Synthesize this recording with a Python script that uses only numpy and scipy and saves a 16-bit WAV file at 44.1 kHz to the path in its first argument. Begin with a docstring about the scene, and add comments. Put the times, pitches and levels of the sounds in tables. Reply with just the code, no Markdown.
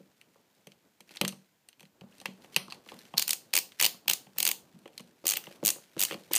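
"""In a small bare room, a ratchet screwdriver drives a screw into a metal bracket on a wooden door frame, heard close up.
First the bit fumbles, taps and drags; later the pawl clicks over the ratchet teeth as the handle turns back.
Clicks, taps and knocks are short noisy blows that ring the tool, bracket or wood; drags and rubbing hands are lumpy
noise. The room answers with fading noise tails, over a faint hiss."""
import sys
import numpy as np
from scipy import signal
from scipy.fft import rfft, irfft, next_fast_len
from scipy.io import wavfile
from scipy.ndimage import map_coordinates

SR = 44100
rng = np.random.default_rng(int(sys.argv[2]) if len(sys.argv) > 2 else 0)


def unload_audio(sound):
    """Save the sound as a 16-bit wav file, at the path given as the first command line argument."""
    columns = np.transpose(np.atleast_2d(sound))
    # keep every value between -1 and 1, then stretch to whole-number steps
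    steps = np.round(np.clip(columns, -1, 1) * 32767)
    wavfile.write(sys.argv[1], SR, steps.astype(np.int16))


N = 281358  # length in samples

# Hands sliding on wood and tool. Each row: time in seconds, rumble level in dB, rustle level in dB.
HAND_RUBS = [(0.0, -67.5, -72), (1.05, -73.5, -75), (1.22, -60, -62.5), (1.42, -77, -69),
             (1.78, -75.5, -97), (2.15, -63, -63), (2.42, -63, -65.5), (3.0, -61.5, -67.5),
             (3.16, -62, -62), (3.36, -67, -66), (4.42, -64, -65.5), (4.62, -63.5, -69), (5.26, -68, -67),
             (5.49, -57.5, -66.5), (5.86, -67, -61), (6.06, -60, -68), (6.2, -62, -57.5), (6.38, -67, -71)]
# Pushes into the frame. Each row: start in seconds, level of the middle modes in dB,
# low boom over them in dB, upper modes over them in dB.
FRAME_PUSHES = [(0.002, -45, 0, -22), (0.357, -52, -17, -0.5), (0.669, -41.5, -0.5, -10),
                (1.004, -48.0, -2, -8.5), (1.107, -47.5, -1.5, -5), (1.16, -55, -7, 7),
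                (1.212, -20.5, -1.5, -5.5), (1.236, -31.0, 7, -7), (1.325, -50.5, 7, 7),
                (1.81, -50.5, -5, -7), (1.829, -49.5, 5.5, -6.0), (2.014, -42, 4, -5.5),
                (2.036, -46, 8.5, -15), (2.214, -49, 1, 4), (2.255, -34.5, -8, 2), (2.281, -41, 5.5, -14),
                (2.443, -49, -4, 3.0), (2.563, -29.5, 1, 2), (2.681, -43.5, 0.5, 5.5),
                (2.721, -48, -11, 11), (2.863, -46, -3, -0.5), (2.918, -37.5, -5, 1), (2.933, -41.5, 4, -5),
                (3.138, -39.5, 5.5, 10), (3.944, -50.5, 6.5, 4.5), (4.058, -48.5, 1, -1),
                (4.268, -52, 8, 4.5), (4.361, -47.5, 2.5, -1), (4.739, -61, 21, -2),
                (4.756, -57.5, 19, -6.5), (4.857, -36, -12, -6), (5.0, -41.5, 6, -6),
                (5.241, -33.5, -19, -10), (5.253, -33, -12.5, -2), (5.472, -36.0, -6.5, -5),
                (5.509, -41.0, -19, -10), (5.629, -20.5, -10, -13), (5.76, -40.5, -13, -3.5),
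                (5.782, -47, 4, 1), (5.966, -27.5, -7.5, -26), (6.109, -29.5, -14, -6),
                (6.122, -25.5, -11, -11), (6.143, -30.5, -5.5, -5), (6.31, -28.0, -15, -6)]
# The bit touching screw and bracket. Each row: start in seconds, level of the lowest ring in dB,
# second ring over it in dB, treble over it in dB.
BIT_TAPS = [(0.2134, -43, -8.5, -3.5), (0.6703, -41, -6, 1), (0.719, -48, 0, -5),
            (1.0059, -43.5, -2.5, 3.5), (1.092, -45, -3, -8), (1.109, -48, 0.5, -13), (1.117, -54, 8, -4.5),
            (1.1515, -43, -10.5, -8), (1.1586, -43.5, -10.5, 5.5), (1.1703, -36, 7.5, -16.5),
            (1.213, -14, -3.5, -2), (1.2495, -19.5, -5.5, -3.5), (1.2788, -27.5, 4.5, 12),
            (1.29, -32.5, 0, 0), (1.3232, -40.5, -3, -4), (1.687, -44, -1, 6.5), (1.729, -49, -3, -10),
            (1.796, -46.5, -7, -1), (1.806, -44.5, -4.5, 3), (1.829, -46.5, -7, -2), (1.8532, -51.5, 0, -6),
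            (2.0103, -43, -5, -13), (2.1243, -52, -14, -11), (2.1823, -57, 7, 10), (2.2009, -44, 4, 3),
            (2.214, -47, 1.5, 5.5), (2.257, -19.5, -7, -9), (2.421, -56, 6.5, -10.5),
            (2.4456, -45, -23, -18), (2.5445, -42, 5, -1.5), (2.563, -9, -3.5, -1), (2.681, -54, 7, 2),
            (2.701, -49, 12, -16), (2.7077, -44, 8, -12), (2.714, -48, -2.5, 0.5), (2.723, -30, 1.5, -19),
            (2.745, -48, 2, 1.5), (2.8616, -53.0, 1, -4), (2.8882, -34.5, -8, -14),
            (2.919, -43.5, -1, -7.5), (2.9898, -60.5, 20.5, 20), (3.0525, -46, -4, -5),
            (3.1389, -35, -14.5, -23), (3.72, -45, 1.5, -7), (4.269, -49.5, -14, -11.5),
            (4.789, -64, 6.0, 13.5), (4.8573, -41.5, -12, -25), (4.877, -44, -11, -5),
            (4.9317, -56, -2, -2), (4.9783, -40, 10.5, 8.5), (4.996, -39, -5, -5), (5.005, -46, -3, 5),
            (5.075, -63, 5.5, 6), (5.2436, -50.5, 0, -12), (5.4395, -39.5, -10, 2),
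            (5.4688, -34.5, -13.5, -29), (5.514, -46, -4, -5.5), (5.979, -38, -4, -2),
            (6.1002, -41, -8.0, 1), (6.1105, -24, -12.0, -12), (6.122, -30, -6, -12),
            (6.1303, -29.5, -15.5, -9), (6.142, -30.5, -2, -10), (6.314, -37, -3.0, -0.5)]
# The bit dragging over metal and wood. Each row: start in seconds, length in seconds, level in dB.
BIT_DRAGS = [(.54, 0.14, -68), (1.069, .11, -57.5), (1.79, 0.088, -65), (2.162, 0.14, -61.5),
             (2.412, 0.069, -59), (2.516, 0.042, -52), (2.67, .09, -58), (2.847, 0.13, -55),
             (2.96, 0.14, -55), (3.775, 0.045, -57), (4.353, .03, -53.5), (5.382, 0.2, -56),
             (5.968, 0.057, -46), (6.064, 0.077, -45), (6.308, 0.042, -41.5)]
# Each tooth the pawl drops from. Each row: start in seconds, level of the lowest ring in dB,
# second ring over it in dB, treble over it in dB.
TOOTH_DROPS = [(3.17, -37, 8, 1.5), (3.1797, -22, 14.5, 8), (3.195, -21, 4, 7), (3.2183, -30.5, 3.5, 6.5),
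               (3.2229, -25, 6.5, 9), (3.2787, -26, 3.5, 10), (3.2922, -24, -8, 7), (3.307, -25, 9.5, 13.0),
               (3.3311, -23.5, 0, 9.0), (3.5369, -17, 1.5, 3), (3.5528, -17.5, -0.5, 6),
               (3.565, -18, 1.5, 6.5), (3.5756, -15.5, 0, 3), (3.5872, -23.5, 5, 10.5),
               (3.8001, -18.5, 2, 0.5), (3.8117, -15, -10.5, 3.5), (3.825, -17, -1.5, 7),
               (3.8337, -16, -5.5, 1), (3.8439, -13.5, -1, 0.5), (3.8515, -19, 7, 7), (3.8624, -18, 5, 6),
               (4.0802, -15.5, 1.5, 1), (4.0976, -15.0, -3, 5.0), (4.1112, -18.5, 0.0, 2.5),
               (4.1335, -25.5, 6.5, 12.5), (4.3837, -24.5, 3.5, 10.5), (4.4025, -21, 3, 7.5),
               (4.428, -20.5, 0.5, 9.5), (4.4517, -21, -1.5, 10.5), (4.4657, -19.5, 2.5, 3.5),
               (4.4756, -18.5, -4.5, 8.5), (4.489, -21, 0.5, 6.5), (4.4977, -28, -9.5, -6.5),
               (4.514, -22, -3, 8), (5.2553, -32.5, 5.5, 6), (5.268, -24.5, 3.5, 13.5),
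               (5.2793, -25.5, 2.5, 13.5), (5.2894, -25.5, 5, 13), (5.299, -31.5, 13.5, 16),
               (5.3081, -26, 3, 11.5), (5.3193, -22.0, -2, 3.5), (5.3361, -21.5, -12.5, 2.0),
               (5.3569, -30.5, 2, -4), (5.3697, -21, -7.0, 3.5), (5.6378, -39.5, -3, 4),
               (5.6502, -26.5, 0, 13.5), (5.6598, -23.5, 0.5, 14.5), (5.669, -24.5, 1, 13.5),
               (5.678, -20.5, 3.5, 11.5), (5.6881, -20.5, 3, 6.5), (5.7029, -27.5, -3, 12),
               (5.9941, -25.5, 0, 8.5), (6.005, -24, -8, 11.5), (6.0146, -23.0, 2.5, 11),
               (6.0249, -22, 1.5, 7), (6.035, -21.5, -7, 11.5), (6.05, -26.5, 5.5, 9.5),
               (6.3338, -23.5, 3, 11.5), (6.342, -21, -6, -3.5), (6.3522, -22.5, -4, 11),
               (6.3616, -20, -9, 9.5), (6.3681, -22.0, -3, 2.5), (6.3775, -28, -6, 3)]

# Ways the wood, bracket and driver ring, in groups from low to high.
# Each row in a group: pitch in Hz, width in Hz, level against the rest of its group in dB.
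FRAME_MODES = [
    [(147.4, 23, -5), (192.3, 12, 3), (237, 15, -4)],
    [(330.5, 50, -1), (449, 47, -0.051), (549.5, 71, 0.74)],
    [(759, 120, -1.5), (976, 320, -3.5), (1194, 260, -5.5)],
]
BRACKET_MODES = [
    [(1500, 1300, -7.5), (1930, 400, 1.5), (2680, 684, 4.5), (3316, 500, 3)],
    [(4200, 680, 0)],
    [(6080, 410, 0.021), (8840, 720, 0.011)],
    [(11750, 2200, 0.016), (13500, 530, 0.017)],
]
DRIVER_MODES = [
    [(1868, 2400, -7), (2867, 770, 8)],
    [(4460, 1050, 0)],
    [(6580, 1110, -3), (7640, 1200, -1.5), (9020, 1930, -3.5)],
    [(12240, 1400, 8.5), (15150, 860, 14)],
]
# How the treble divides between the two upper mode groups: one dB offset for each group.
TAP_TREBLE_DB = [-4, -8]
PAWL_TREBLE_DB = [-2, -2]

# Noise colours: rumble and rustle of the hands, then quiet room and microphone hiss.
# Each row: frequency in Hz, relative strength in dB per Hz.
RUMBLE_COLOUR = [(24, -45.5), (40, -25), (157, -11), (212, -7.5), (439, -11.5), (543, -13), (692, -14.5),
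                 (1500, -23.5), (1950, -52), (3300, -120)]
RUSTLE_COLOUR = [(700, -36), (1500, 0.5), (2800, 0), (4400, -1.5), (8000, -5.5), (15000, -8.5)]
AIR_COLOUR = [(18, -58.5), (30, -23), (177, -6.5), (808, -12), (1020, -8.5), (1170, -17), (1470, -9),
              (6210, -14), (6890, -12), (9680, -18.5), (15500, -12)]
# How long the room rings. Each row: frequency in Hz, seconds to fall by 60 dB.
ROOM_DECAY = [(150, 0.37), (700, 0.31), (2000, 0.21), (5000, 0.27), (13000, 0.23)]
# What the microphone passes. Each row: frequency in Hz, gain in dB.
MICROPHONE_GAIN = [(30, -12.5), (100, -0.5), (200, -0.5), (15000, -5), (15500, -28), (16400, -33)]

AIR_DB = -68.5
TOP_HZ = 16520  # nothing is kept from here up
REBOUND_S, REBOUND_DB = 0.006, -13  # delay and level of a tap's rebound
FIDGETS_PER_S, FIDGET_DB = 10, -2  # faint chance contacts; lowest level over the rustle of the hands
SCATTER_DB = 2  # no two contacts divide their treble alike
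SCRAPE_EDGE = 0.52  # under 1, a drag starts and stops more abruptly than a sine arch
# The pawl scrapes the crest of the tooth before it drops: typical head start, level and length.
LEAD_S, LEAD_DB, LEAD_MS = 0.0044, -10, 6.3
LEAD_FADES = 0.43  # dB of scrape lost per dB of treble: crisp drops come clean off the tooth
# Chatter length of a drop with 0 dB of treble, and how far it shrinks (as dB) per dB of treble.
CHATTER_MS, CRISPER_DB = 2.88, -0.05


def amp(db):
    """Turn dB into a gain."""
    return 10 ** (np.asarray(db) / 20)


def unit(x):
    """Scale a sound to an average (rms) strength of 1."""
    return x / np.sqrt(np.mean(x ** 2) + 1e-20)


def along(points, hz):
    """Read a curve of (Hz, value) points, joined by lines on a log frequency axis."""
    f, v = np.transpose(points)
    return np.interp(np.log(hz + 1), np.log(f + 1), v)


def filtered(x, response):
    """Change the strength of each frequency in x by the given response."""
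    padded = next_fast_len(N + SR // 2)
    spectrum = rfft(x, padded) * response(np.fft.rfftfreq(padded, 1 / SR))
    return irfft(spectrum, padded)[..., :N]


def noise(colour):
    """Make steady noise of the given colour, with rms 1."""
    return unit(filtered(rng.standard_normal(N), lambda hz: amp(along(colour, hz))))


def wobble(rate):
    """Draw a smooth random curve through `rate` chance points a second."""
    points = rng.standard_normal(int(N * rate / SR) + 4)
    return map_coordinates(points, [np.arange(N) * rate / SR])


def grouped(db, second_db, treble_db, split_db):
    """Give a level to each of four mode groups; chance tips the treble one way or the other."""
    tip_db = SCATTER_DB * rng.standard_normal(len(db))
    third_db = db + treble_db + split_db[0] + tip_db
    fourth_db = db + treble_db + split_db[1] - tip_db
    return [db, db + second_db, third_db, fourth_db]


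def struck(times, levels_db, lasting_ms, body, rise_ms, linger_db, size):
    """Ring a body with chatters of tiny impacts that stop short and linger faintly.

    Levels count energy over 1 ms, per mode group. Two rows come back: the sound heard directly,
    and its mean over all directions, sent to the walls."""
    ms = np.arange(size) * 1000 / SR
    f = np.fft.rfftfreq(2 * size, 1 / SR)
    age = ms / lasting_ms[:, None]
    shape = (1 - np.exp(-ms / rise_ms)) * (np.exp(-age ** 2) + amp(linger_db) * np.exp(-age / 2.5))
    direct = spread = 0
    for db, modes in zip(levels_db, body):
        response = 0
        for k, (centre, width, gain_db) in enumerate(modes):
            mode = 1j * f * width / (centre ** 2 - f ** 2 + 1j * f * width)
            response = response + (-1) ** k * amp(gain_db) * mode  # neighbours have opposite signs
        chatter = shape * rng.standard_normal(shape.shape)
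        ring = irfft(rfft(chatter, 2 * size) * response)[:, :size]
        clean = irfft(response)[:size]  # the ring of one single impact
        strength = amp(db)[:, None] * np.sqrt(SR / 1000)
        sign = rng.choice([-1, 1], (len(times), 1))
        direct = direct + strength * ring / np.linalg.norm(ring, axis=1, keepdims=True)
        spread = spread + strength * clean / np.linalg.norm(clean) * sign
    at = np.round(times * SR).astype(int)[:, None] + np.arange(size)
    return np.array([np.bincount(at.ravel(), blows.ravel(), N)[:N] for blows in (direct, spread)])


def hands():
    """Skin sticks and slips, so the rub comes in lumps and grains."""
    s, rumble_db, rustle_db = np.transpose(HAND_RUBS)
    t = np.arange(N) / SR
    lumps = amp(2.9 * wobble(25))
    rumble = amp(np.interp(t, s, rumble_db)) * unit(lumps * noise(RUMBLE_COLOUR))
    grains = amp(0.98 * wobble(25) + 3.8 * wobble(300))
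    rustle = amp(np.interp(t, s, rustle_db)) * unit(grains * noise(RUSTLE_COLOUR))
    return rumble + rustle


def air():
    """Quiet room and microphone hiss are one steady coloured noise."""
    return amp(AIR_DB) * noise(AIR_COLOUR)


def knocks():
    """Softer pushes set the wood booming."""
    s, db, boom_db, upper_db = np.transpose(FRAME_PUSHES)
    levels_db = [db + boom_db, db, db + upper_db]
    wood = struck(s, levels_db, np.full(len(s), 1.6), FRAME_MODES, rise_ms=0.25, linger_db=-8.5, size=4096)
    return wood * amp([[0], [-7]])  # direct, to the walls


def taps():
    """Short hard contacts of the bit, each with a rebound, among faint ones that follow the hands."""
    s, db, second_db, treble_db = np.transpose(BIT_TAPS)
    when, size, ring, tone = rng.random((round(FIDGETS_PER_S * N / SR), 4)).T
    when = when * N / SR
    hand_s, _, rustle_db = np.transpose(HAND_RUBS)
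    faint_db = np.interp(when, hand_s, rustle_db) + FIDGET_DB + 9 * size
    # Each list holds the taps, then their rebounds, then the faint contacts.
    s = np.r_[s, s + REBOUND_S, when]
    db = np.r_[db, db + REBOUND_DB, faint_db]
    second_db = np.r_[second_db, second_db - 5, 5 - 14 * ring]
    treble_db = np.r_[treble_db, treble_db - 4, 4 - 14 * tone]
    levels_db = grouped(db, second_db, treble_db, TAP_TREBLE_DB)
    metal = struck(s, levels_db, np.full(len(s), 1.5), BRACKET_MODES, rise_ms=0.04, linger_db=-2.5, size=1024)
    return metal * amp([[0], [-13]])


def scrapes():
    """Each drag of the bit swells and fades, gritty, and a little of it reaches the walls."""
    t = np.arange(N) / SR
    swell = 0
    for s, length, db in BIT_DRAGS:
        arch = np.abs(np.sin(np.pi * np.clip((t - s) / length, 0, 1)))
        swell = swell + amp(db) * arch ** SCRAPE_EDGE
    grit = unit(amp(2.5 * wobble(72) + 5.0 * wobble(350)) * noise(RUSTLE_COLOUR))
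    return swell * grit * amp([[0], [-9]])


def ratchet():
    """The pawl scrapes, snaps off each tooth and chatters; a little of the blow reaches the wood."""
    s, db, second_db, treble_db = np.transpose(TOOTH_DROPS)
    time_chance, level_chance = rng.standard_normal((len(s), 2)).T
    lead_s = s - LEAD_S * (1 + 0.12 * time_chance)
    lead_db = db + LEAD_DB - LEAD_FADES * treble_db + 3 * level_chance
    drop_ms = CHATTER_MS * amp(CRISPER_DB * treble_db)
    # Each list holds the drops, then the scrapes that lead into them.
    chatter_ms = np.r_[drop_ms, np.full(len(s), LEAD_MS)]
    s, db = np.r_[s, lead_s], np.r_[db, lead_db]
    second_db, treble_db = np.tile(second_db, 2), np.r_[treble_db, treble_db - 4]
    levels_db = grouped(db, second_db, treble_db, PAWL_TREBLE_DB)
    steel = struck(s, levels_db, chatter_ms, DRIVER_MODES, rise_ms=0.13, linger_db=-16.5, size=1024)
    wood_db = [db - 30.0, db - 21, db - 17.5]
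    wood = struck(s, wood_db, chatter_ms, FRAME_MODES, rise_ms=0.29, linger_db=-13.5, size=2048)
    return steel * amp([[0], [-11]]) + wood * amp([[0], [-6]])


def room(x, count=12):
    """Each frequency dies at its own speed; the tool moves, so each stretch of time gets a new tail."""
    out, size = np.zeros(N + 2 * SR), N // count + 1
    for k in range(count):
        hz, t, z = signal.stft(rng.standard_normal(SR * 3 // 4), SR, nperseg=256)
        fading = amp(-60 * t / along(ROOM_DECAY, hz)[:, None])
        tail = signal.istft(z * fading, SR, nperseg=256)[1]
        tail = tail * (1 - np.exp(-np.arange(len(tail)) / SR / 0.00051))  # the first walls are some way off
        wet = signal.fftconvolve(x[k * size:(k + 1) * size], tail / np.linalg.norm(tail))
        out[k * size:][:len(wet)] += wet
    return out[:N]


def scene():
    """Tool and wood sound directly and in the room, over hands and air."""
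    direct, to_walls = knocks() + taps() + scrapes() + ratchet()
    return (direct + room(to_walls) + hands() + air())[None]


def record(dry):
    """The microphone loses the lowest bass, dulls the top and keeps nothing above the band limit."""
    return filtered(dry, lambda hz: amp(along(MICROPHONE_GAIN, hz)) * (hz < TOP_HZ))


dry = scene()
out = record(dry)
unload_audio(out)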